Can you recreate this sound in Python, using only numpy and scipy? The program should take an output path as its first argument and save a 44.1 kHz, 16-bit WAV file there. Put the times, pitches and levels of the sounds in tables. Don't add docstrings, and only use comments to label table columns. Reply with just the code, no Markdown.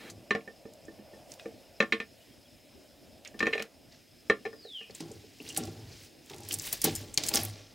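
import sys
import numpy as np
from scipy import signal
from scipy.fft import rfft, irfft
from scipy.io import wavfile
from scipy.ndimage import uniform_filter1d

SR = 44100
rng = np.random.default_rng(int(sys.argv[2]) if len(sys.argv) > 2 else 0)


def digitize_waveform(pressure):
    field = np.atleast_2d(pressure).T
    bounded = np.clip(field, -1, 1)
    quanta = np.round(bounded * 32767).astype(np.int16)
    wavfile.write(sys.argv[1], SR, quanta)


N = 341378

# (pitch [Hz], strength [dB], time to fall 60 dB [s])
BOX_MODES = [(211.7, -8, 0.13), (247.3, -5.5, 0.06), (331.5, -1.5, 0.05), (428, 0.5, 0.072),
             (449.5, -5.5, 0.19), (543, 1.5, 0.038), (689, -20, 0.17), (758, -9.5, 0.058),
             (1031, -23.5, 0.069), (1091, -26, 0.25), (1197, -8, 0.027), (1395, -23, 0.1),
             (1779, 0.5, 0.027), (1793, -12, 0.089), (2094, -12, 0.021), (2250, -23, 0.043),
             (2294, -25, 0.091), (2400, -9, 0.013), (2755, -24.5, 0.044), (3245, -16, 0.038),
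             (3716, -18, 0.037), (3650, -44, 0.053), (4057, -10.5, 0.023)]
BOX_HZ = np.array(BOX_MODES)[:, 0]
BOX_LOW, BOX_HARD = BOX_HZ < 900, BOX_HZ > 2000


def amp(db):
    return 10 ** (np.asarray(db) / 20)


def evened(x):
    return x / np.sqrt(np.mean(x ** 2) + 1e-20)


def read(points, hz):
    f, value = np.transpose(points)
    return np.interp(np.log(hz + 1), np.log(f + 1), value)


def add(mix, s, sound, pan_db=0):
    part = mix[:, round(s * SR):][:, :sound.shape[-1]]
    sides = amp(np.array([[.5], [-.5]]) * pan_db)
    part += sound[..., :part.shape[1]] * sides


def resonate(x, hz, width):
    turn = np.exp(2j * np.pi * np.cumsum(hz * np.ones(len(x))) / SR)
    r = np.exp(-np.pi * width / SR)
    smooth = signal.lfilter([1 - r], [1, -r], x / turn)
    return 2 * (turn * smooth).real


def resonant_noise(hz, width):
    return evened(resonate(resonate(rng.standard_normal(N), hz, width), hz, width))


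def slow(top_hz):
    low_pass = signal.butter(2, top_hz, fs=SR, output="sos")
    return evened(signal.sosfilt(low_pass, rng.standard_normal(N)))


def swell(s, rise_s):
    u = np.maximum(np.arange(N) / SR - s, 0) / rise_s
    return u * np.exp(1 - u)


def patches(t, hz, steps, bands):
    chance = rng.standard_normal((len(t), len(hz)))
    over_time = uniform_filter1d(chance, size=steps, axis=0)
    return evened(uniform_filter1d(over_time, size=bands, axis=1))


def sample_at(t):
    return np.minimum((t * SR).astype(int), N - 1)


def noise(db, size):
    # (frequency [Hz], likeness [0 to 1])
    likeness = [(60, 0.84), (180, 0.66), (550, 0.51), (1650, 0.94), (4970, 0.99), (15000, 0.97)]
    hop = size // 4
    t = np.arange(N // hop + 5)[:, None] * hop / SR
    hz = np.fft.rfftfreq(size, 1 / SR)
    a, b, c, d = rng.standard_normal((len(t), len(hz), 4)).transpose(2, 0, 1)
    same = np.clip(read(likeness, hz), -1, 1)
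    left = a + 1j * b
    right = same * left + np.sqrt(1 - same ** 2) * (c + 1j * d)
    z = np.array([left, right]) * amp(db(t, hz))
    return signal.istft(z.transpose(0, 2, 1), nperseg=size, noverlap=size - hop)[1][:, :N]


def ring(modes, extra_db, spread_db, length_s, rise_s, scatter):
    hz, db, t60 = np.transpose(modes)[:, :, None]
    t = np.arange(round(length_s * SR)) / SR
    luck, phase = rng.standard_normal((2, len(modes), 1))
    strength = amp(db + extra_db + spread_db * luck - 60 * t / t60)
    tones = strength * np.sin(2 * np.pi * hz * t + scatter * phase)
    return tones.sum(0) * (1 - np.exp(-t / rise_s))


def burst(hz, octaves, rise_s, t60, chatter):
    t = np.arange(4096) / SR
    white, grains = rng.standard_normal((2, len(t)))
    grainy = white * np.exp(chatter * evened(uniform_filter1d(grains, size=30)))
    f = np.fft.rfftfreq(len(t), 1 / SR) + 1
    colour = 1 / (1 + (np.log2(f / hz) / max(octaves, .15)) ** 2) ** 2
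    shape = amp(-60 * t / max(t60, .004)) * (1 - np.exp(-(t / max(rise_s, .0001)) ** 2))
    shape /= shape.max()
    x = irfft(rfft(grainy) * colour) * shape
    return x * np.linalg.norm(shape) / np.linalg.norm(x) / np.sqrt(2)


def box():
    # (time [s], level [dB], modes from 370 to 900 Hz [dB], modes under 370 Hz [dB],
    # modes over 2000 Hz, tock and panels [dB])
    beak_knocks = [(0.3068, -15, -9.5, -8.5, -2.5), (0.3497, -20.5, -3.5, -4.5, -6),
                   (0.407, -53, -13, -4, 6), (0.4758, -37, -1, -4, -10), (0.6537, -46, 4, 12, -8),
                   (0.8817, -46.5, 0, 6, -14), (0.9895, -57, 5, 18, -2), (1.1339, -49, 1.5, 7.5, -22),
                   (1.4563, -37.5, 4, 4, -4.5), (1.8027, -11, -11.5, -9.5, -3.5),
                   (1.8236, -21, -5, -6, -10), (1.9229, -13, -13.5, -14.5, -0.1),
                   (2.001, -24, -11.5, -13, -0.3), (3.3423, -44.5, -0.5, 5, -12),
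                   (3.4041, -18, -11.5, -8, -5), (3.4268, -18.5, -8, -5.5, -5), (3.4556, -31, -8, -2, 2),
                   (3.468, -16.5, -6, -7, -4.5), (3.528, -33, -11, -22, 8), (3.5324, -24, -5.5, -21, 6.5),
                   (3.5514, -25.5, -3, -24, -11), (3.5783, -25.5, -7, -16, -2), (3.6005, -27, -7, -9, -1.5),
                   (4.2982, -11, -9, -12.5, -5), (4.452, -29.5, -3, -5.5, -5),
                   (4.4612, -33.5, -0.5, -23, -1), (4.5296, -38, -5.5, -16, -21),
                   (4.6486, -47.5, 9, -14, -32), (4.8092, -45, 0, -6, -2), (4.8972, -58.5, 12, 10, 8),
                   (5.1097, -71.5, 26.5, -1, -7), (5.239, -68, 20, 20, -17)]
    deep_under_hz, crack_db = 370, -22.5
    middle_lean_db, middle_scatter_db = 0.5, 3
    out, modes = np.zeros((2, N)), np.array(BOX_MODES)
    outer = BOX_LOW | BOX_HARD
    damping = np.exp(-(np.arange(round(.3 * SR)) / SR / 0.066) ** 2)
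    for s, db, low_db, deep_db, hard_db in beak_knocks:
        fade = amp(-30 - 60 * np.arange(3000) / SR / 0.076)
        both, apart = rng.standard_normal((2, 3000)) * fade
        chatter = both + np.array([[2.2], [-2.2]]) * np.diff(apart, prepend=0)
        chatter[:, 0] = 1
        extra_db = np.where(BOX_HZ < deep_under_hz, deep_db, BOX_LOW * low_db + BOX_HARD * hard_db)[:, None]
        middle_db = middle_lean_db + middle_scatter_db * rng.standard_normal()
        for group, lean_db in ((outer, -1.2), (~outer, middle_db)):
            tones = ring(modes[group], extra_db[group], spread_db=2.15, length_s=.3, rise_s=0.0021, scatter=0.72)
            rattled = signal.fftconvolve((tones * damping)[None], chatter, axes=1)
            add(out, s, amp(db) * rattled, lean_db)
        tock = amp(hard_db - 1.5) * burst(2320, octaves=0.21, rise_s=0.002, t60=0.013, chatter=0.3)
        panels = amp(hard_db - 15.5) * burst(2370, octaves=0.81, rise_s=0.00042, t60=0.12, chatter=0.254)
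        crack = amp(crack_db) * burst(5430, octaves=0.6, rise_s=0.00016, t60=0.039, chatter=0.13)
        add(out, s, amp(db) * (tock + crack), -1.2)
        add(out, s, amp(db) * panels, 4.0 * rng.standard_normal())
    return out


def scrape():
    # (start [s], length [s], level before the two parts are mixed [dB])
    drags = [(0, 0.098, -49.5), (3.411, 0.243, -53.5)]
    extra_db = (BOX_LOW * -1.5 + BOX_HARD * 11.0)[:, None]
    tones = ring(BOX_MODES, extra_db, spread_db=0, length_s=.2, rise_s=.001, scatter=3.)
    rubbed = signal.oaconvolve(rng.standard_normal(N), tones)[:N]
    rough = evened(resonate(rng.standard_normal(N), 1800, 1300))
    t, strength = np.arange(N) / SR, np.zeros(N)
    for s, length_s, db in drags:
        fade_in = (t - s) / .004 + 1
        fade_out = (s + length_s - t) / .02 + 1
        strength += amp(db) * np.clip(np.minimum(fade_in, fade_out), 0, 1)
    return strength * (0.68 * evened(rubbed) + 0.62 * rough)


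def claws():
    # (time [s], level [dB], centre [Hz], width [octaves], time to fall 60 dB [s])
    tick_rows = [(0.0993, -40.5, 6150, 0.93, 0.074), (0.735, -49.5, 6920, 1.3, .02),
                 (0.852, -50.5, 6950, 0.47, .018), (1.3176, -37.5, 6160, 0.67, .015),
                 (1.3374, -43, 5300, 1.2, .016), (1.3954, -40, 2790, 1, 0.027),
                 (3.2483, -39.5, 3580, 1.3, 0.017), (3.255, -41.5, 2270, .87, 0.11),
                 (3.2747, -37.5, 5960, .52, 0.013), (3.39, -37.5, 2470, 1.3, 0.055),
                 (3.393, -35, 4650, 0.84, 0.028), (3.595, -33, 2500, 1.1, .022),
                 (3.6225, -30, 2500, 2.1, 0.023), (4.907, -45, 4400, .81, 0.031),
                 (4.949, -36.5, 7700, 0.33, 0.026), (5.005, -36.5, 5460, 1.05, 0.029),
                 (5.115, -45, 7000, 0.61, 0.038), (5.4005, -40.5, 2760, 0.22, 0.042),
                 (5.425, -49, 11700, 0.75, .015), (5.477, -41, 4500, 0.52, 0.019),
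                 (5.525, -43, 7000, .6, .015), (5.671, -45, 6000, 0.98, 0.013),
                 (5.463, -42, 2970, 0.46, 0.022), (5.4879, -37, 6500, 0.78, 0.083),
                 (5.499, -37.5, 2860, 0.15, 0.054), (5.5468, -38.5, 5060, 1.4, .018),
                 (5.563, -30, 3380, 1.8, 0.056), (5.5732, -19.5, 9000, 0.85, 0.033),
                 (5.6354, -35.5, 5370, 0.72, 0.017), (5.6524, -44, 7140, 1.4, .026),
                 (6.2602, -50, 8950, 0.73, 0.011), (6.2967, -40.5, 3220, 1.8, 0.043),
                 (6.3136, -45, 3810, 1, .02), (6.333, -40.5, 2750, .86, 0.026),
                 (6.3433, -44, 5000, 1.8, 0.015), (6.362, -47, 8000, 1.1, .02),
                 (6.382, -43.5, 6300, 0.98, .02), (6.4043, -46, 8000, 1.1, .02),
                 (6.433, -42, 5550, 0.92, 0.019), (6.4496, -44, 5910, .91, .02),
                 (6.487, -30, 9460, 1.6, .02), (6.5088, -27, 3250, 0.91, 0.026),
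                 (6.5207, -29.5, 7010, 1.2, 0.025), (6.5267, -25, 9900, 1.8, 0.028),
                 (6.539, -22, 7900, 0.67, 0.029), (6.586, -32, 7440, 1.1, .018),
                 (6.5963, -27, 6140, .49, 0.011), (6.62, -36, 8600, 0.72, .02),
                 (6.7262, -18, 12900, 2.2, 0.039), (6.816, -23.5, 6900, 1.4, 0.032),
                 (6.841, -13, 11400, 1.2, 0.038), (6.8468, -27, 5040, 0.8, .032),
                 (6.858, -30, 3460, 1.9, 0.032), (6.894, -33, 3100, 0.78, 0.012),
                 (6.9512, -27, 8340, 1.2, 0.026), (6.9594, -28, 7240, .74, 0.018),
                 (7.1404, -30.5, 7360, 0.56, 0.028), (7.1748, -12.5, 4830, 0.77, 0.015),
                 (7.2354, -25.5, 4850, 1.2, 0.031), (7.2643, -28, 7740, 1.1, 0.018),
                 (7.2735, -30, 8900, 1.1, 0.013), (7.2851, -19.5, 6860, 0.66, .014),
                 (7.289, -19, 9590, 3.1, 0.013), (7.315, -35, 3020, 1.3, 0.029),
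                 (7.339, -20, 5550, 0.32, 0.011), (7.3428, -25.5, 5540, 5.3, 0.032),
                 (7.3485, -18, 6660, 1.1, 0.0052), (7.3559, -13, 7000, 0.78, 0.011),
                 (7.3712, -23, 5400, 0.14, 0.042), (7.4126, -34, 10500, 0.66, 0.013),
                 (7.433, -24, 10900, 0.31, 0.012), (7.45, -26, 11300, 1.1, 0.016),
                 (7.4835, -43, 10200, 0.5, .015), (7.497, -46, 9910, 0.39, .015)]
    # (time [s], level [dB])
    pluck_rows = [(6.952, -38.5)]
    # (pitch [Hz], strength [dB], time to fall 60 dB [s])
    wire_modes = [(5230, -2, .25), (7060, 0, .2), (14420, -2, .2)]
    rise_s, side_scatter_db = 0.00095, 2.5
    out = np.zeros((2, N))
    for s, db, hz, octaves, t60 in tick_rows:
        tick = amp(db) * burst(hz, octaves, rise_s, t60, chatter=0.062)
        add(out, s, tick, side_scatter_db * rng.standard_normal())
    for s, db in pluck_rows:
        add(out, s, amp(db) * ring(wire_modes, 0, spread_db=0, length_s=.3, rise_s=.002, scatter=3.))
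    return out


def frame():
    # (time [s], jolt [dB], shaking that follows [dB],
    # time for the shaking to fall 60 dB [s], modes over 500 Hz [dB], sway of the deepest mode [dB])
    thud_rows = [(0.04, -70, -49.5, 0.93, -10, -57.5), (5.003, -40, -41.5, .55, -8.5, -50),
                 (5.401, -40.5, -51.5, 3.4, -13.5, -55), (5.574, -30.5, -38.5, 0.71, -6.5, -46.5),
                 (5.75, -63, -60, 0.66, 7, -46), (6.305, -41.5, -49.5, 1.3, -0.5, -50),
                 (6.501, -55, -47.5, 0.61, -7.5, -52.5), (6.66, -62, -55, 0.71, 1, -56.5),
                 (6.844, -39, -27, 0.31, -7, -42.5), (7.0, -60, -49.5, 1.06, -1, -71),
                 (7.175, -50, -45, 1.8, 1, -59), (7.311, -40, -43.5, 0.47, 1, -60),
                 (7.344, -28.5, -37, 0.41, 0.5, -43.5), (7.378, -43, -39.5, 0.3, 0, -51)]
    # (pitch [Hz], strength [dB], time to fall 60 dB [s])
    frame_modes = [(158.5, -15.5, 0.27), (200, -13, 0.036), (245, -7, 0.055), (327, 1, 0.044),
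                   (421.4, -2.5, 0.039), (580, -13, 0.029), (597, -7.5, 0.047), (756, 4.5, 0.015),
                   (804, -5, 0.049), (1134, -15, 0.054), (1374, -16, 0.058)]
    jolt_t60_s, sway_rise_s = 0.082, 0.092
    deepest_hz, deepest_width_hz = 101.8, 9.4
    out, t, sway = np.zeros((2, N)), np.arange(SR) / SR, np.zeros(N)
    upper = np.array(frame_modes)[:, 0] > 500
    lumps = amp(1.75 * slow(35))
    for s, db, shake_db, t60, upper_db, sway_db in thud_rows:
        tones = ring(frame_modes, upper[:, None] * upper_db, spread_db=0, length_s=.3, rise_s=.001, scatter=3.)
        shaking = amp(shake_db - 60 * t / max(t60, .1)) * np.roll(lumps, -round(s * SR))[:SR]
        jolt = amp(db - 60 * t / jolt_t60_s)
        drive = rng.standard_normal(SR) * np.hypot(jolt, shaking)
        add(out, s, signal.oaconvolve(drive, tones / np.linalg.norm(tones)))
        sway = np.hypot(sway, amp(sway_db) * swell(s, sway_rise_s) ** 2)
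    return out + sway * evened(resonate(rng.standard_normal(N), deepest_hz, deepest_width_hz))


def rustle():
    # (loudest at [s], swell, at least 0.002 used [s],
    # level [dB], time to fall 60 dB, at least 0.03 used [s], treble, in full above 12 kHz [dB])
    swish_rows = [(1.318, 0.041, -53, 0.22, 2.5), (1.394, 0.018, -56.5, 0.65, -8),
                  (3.924, 0.025, -54.5, 0.36, -25), (4.778, 0.29, -62.5, 1.7, 0),
                  (4.948, 0.009, -50.5, .4, 0), (5.006, 0.015, -46, 0.19, -12), (5.06, .05, -59.5, 4.1, -6),
                  (5.498, 0.15, -48, 0.28, -2), (5.58, 0.068, -44, 0.67, -6), (5.78, 0.093, -59.5, 1.5, -8),
                  (5.92, .1, -52.5, 0.76, -11), (6.049, 0.24, -53.5, 0.27, 1), (6.31, 0.14, -55, 1.5, -3),
                  (6.466, .15, -52.5, 0.61, -18), (6.538, 0.11, -41.5, 0.15, 4),
                  (6.606, .015, -52, 0.58, -5), (6.67, .12, -40, .3, 8), (6.738, 0.11, -40, 0.33, -1),
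                  (6.82, 0.04, -45, .3, -1), (6.845, 0.0091, -26, 0.2, -9), (6.88, .03, -42.5, 0.63, 3),
                  (6.96, .02, -46.5, 0.93, -5), (7.144, .01, -46, 0.035, 2), (7.177, 0.0016, -23, 0.05, -3),
                  (7.2, 0.012, -39, 0.66, -14), (7.239, 0.023, -39, 0.55, -1),
                  (7.28, 0.055, -45.5, 0.45, 5), (7.339, 0.0049, -28.5, .1, 5),
                  (7.376, 0.033, -26, 0.026, 0), (7.39, 0.026, -36.5, .5, -2), (7.55, 0.14, -53, 1.4, -16)]
    # (frequency [Hz], relative level [dB])
    feather_colour = [(530, -1), (900, -12), (1100, -4), (1420, -17.5), (1590, -2), (5100, 1.5),
                      (14500, -10.5), (16000, -4)]
    swell_db = 18
    flicker = slow(110)
    now = np.arange(0, N, 16) / SR
    power, treble = np.full(len(now), 1e-12), np.zeros(len(now))
    for s, rise_s, db, t60, treble_db in swish_rows:
        rising_db = swell_db * (now - s) / max(rise_s, .002)
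        falling_db = -60 * (now - s) / max(t60, .03)
        swish = amp(db + np.minimum(rising_db, falling_db)) ** 2
        power += swish
        treble += swish * treble_db
    treble, power = np.repeat([treble / power, power], 16, axis=1)[:, :N]

    def level_db(t, hz):
        at = sample_at(t)
        tilt = treble[at] * np.clip(np.log2(hz / 6000 + 1e-3), 0, 1)
        return read(feather_colour, hz) + tilt + 1.02 * flicker[at] + 2.1 * patches(t, hz, 5, 14)

    return np.sqrt(power) * evened(noise(level_db, size=256))


def gust():
    start_s, rise_s, level_db, hz, width_hz = 6.45, .5, -59, 36, 30
    return amp(level_db) * swell(start_s, rise_s) ** 2 * resonant_noise(hz, width_hz)


def whistle():
    # (time [s], pitch [Hz], level [dB])
    glide = [(4.44, 5220, -70), (4.561, 5010, -67), (4.604, 4870, -59), (4.661, 4020, -58),
             (4.728, 3356, -48.5), (4.778, 2986, -43.5), (4.815, 2785, -52), (4.83, 2530, -54),
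             (4.86, 2430, -67)]
    s, hz, db = np.transpose(glide)
    t = np.arange(N) / SR
    pitch = np.interp(t, s, hz) + 40 * slow(117)
    tone = np.sqrt(2) * np.sin(2 * np.pi * np.cumsum(pitch) / SR)
    return tone * np.interp(t, s, amp(db), 0, 0) * (1 + 0.45 * slow(70))


def chirps():
    # (start [s], level [dB], pitch [Hz])
    notes = [(1.4, -53, 2500), (2.2, -61, 2930), (2.315, -62, 3220), (2.45, -60, 3320)]
    rise_s = 0.0081
    t = np.arange(N) / SR
    return sum(amp(db) * swell(s, rise_s) ** 2 * np.sin(2 * np.pi * hz * t) for s, db, hz in notes)


def small_birds():
    first_s, t60, echo_db = 0.01, 0.26, -2.8
    calls = whistle() + chirps()
    late = np.arange(SR // 4) / SR - first_s
    taps = rng.standard_normal(len(late)) * amp(-60 * late / t60) * (late > 0)
    return calls + amp(echo_db) * signal.oaconvolve(calls, taps / np.linalg.norm(taps))[:N]


def insects():
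    hz, width_hz, level_db = 5120, 630, -68
    return resonant_noise(hz, width_hz) * amp(level_db + 2.0 * slow(14))


def drone():
    # (time [s], level [dB])
    drone_levels = [(0.0, -61), (0.6, -61), (1.27, -55.5), (1.95, -64.5), (2.28, -70), (3.4, -61),
                    (3.85, -67), (4.65, -105)]
    hz, width_hz = 580, 236
    db = np.interp(np.arange(N) / SR, *np.transpose(drone_levels))
    return amp(db) * resonant_noise(hz, width_hz)


def air():
    # (frequency [Hz], relative level [dB])
    air_colour = [(15, -52), (25, -38.5), (64, -14), (87, -2), (206, -8.5), (242, 0.5), (503, -11),
                  (607, -8.5), (1020, -25), (2550, -16.5), (4490, -20), (5000, -36), (6050, -22.5),
                  (14800, -28), (16000, -27.5)]
    air_db = -58
    drift_db = .8 * slow(1.5)

    def level_db(t, hz):
        patch_db = np.where(hz < 1500, 2.5, 1.2) * patches(t, hz, 10, 10)
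        return read(air_colour, hz) + patch_db + drift_db[sample_at(t)]

    return amp(air_db) * evened(noise(level_db, size=1024))


def aviary(x):
    # (frequency [Hz], time to fall 60 dB [s])
    echo_times = [(100, 0.37), (400, 0.15), (1000, 0.15), (3000, 0.12), (8000, 0.085)]
    taps = np.zeros((2, SR // 2))
    starts = np.arange(120, SR // 2 - 20, 20)
    at = starts + rng.integers(0, 20, (2, len(starts)))
    np.put_along_axis(taps, at, rng.choice([-1., 1.], at.shape), 1)
    taps = np.array([taps[0] + 0.052 * taps[1], taps[0] - 0.21 * taps[1]])
    hz, t, z = signal.stft(taps, SR, nperseg=256)
    fading = z * amp(-60 * t / read(echo_times, hz)[:, None])
    tail = signal.istft(fading, SR, nperseg=256)[1]
    return signal.fftconvolve(x, tail / np.linalg.norm(tail[0]), axes=1)[:, :N]


def scene():
    beak, ticks, birds = box() + scrape(), claws(), small_birds()
    echo = aviary(amp(-10.5) * beak + amp(-13.5) * ticks + amp(-17) * birds)
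    crow = beak + ticks + frame() + rustle() + gust()
    return crow + birds + echo + insects() + drone() + air()


def record(dry):
    treble_edge_hz = 15900
    bass_cut = signal.butter(2, 30, "highpass", fs=SR, output="sos")
    thin = signal.sosfilt(bass_cut, dry)
    treble_cut = signal.firwin(511, treble_edge_hz, window=("kaiser", 9), fs=SR)
    return signal.oaconvolve(thin, treble_cut[None], "same")


dry = scene()
out = record(dry)
digitize_waveform(out)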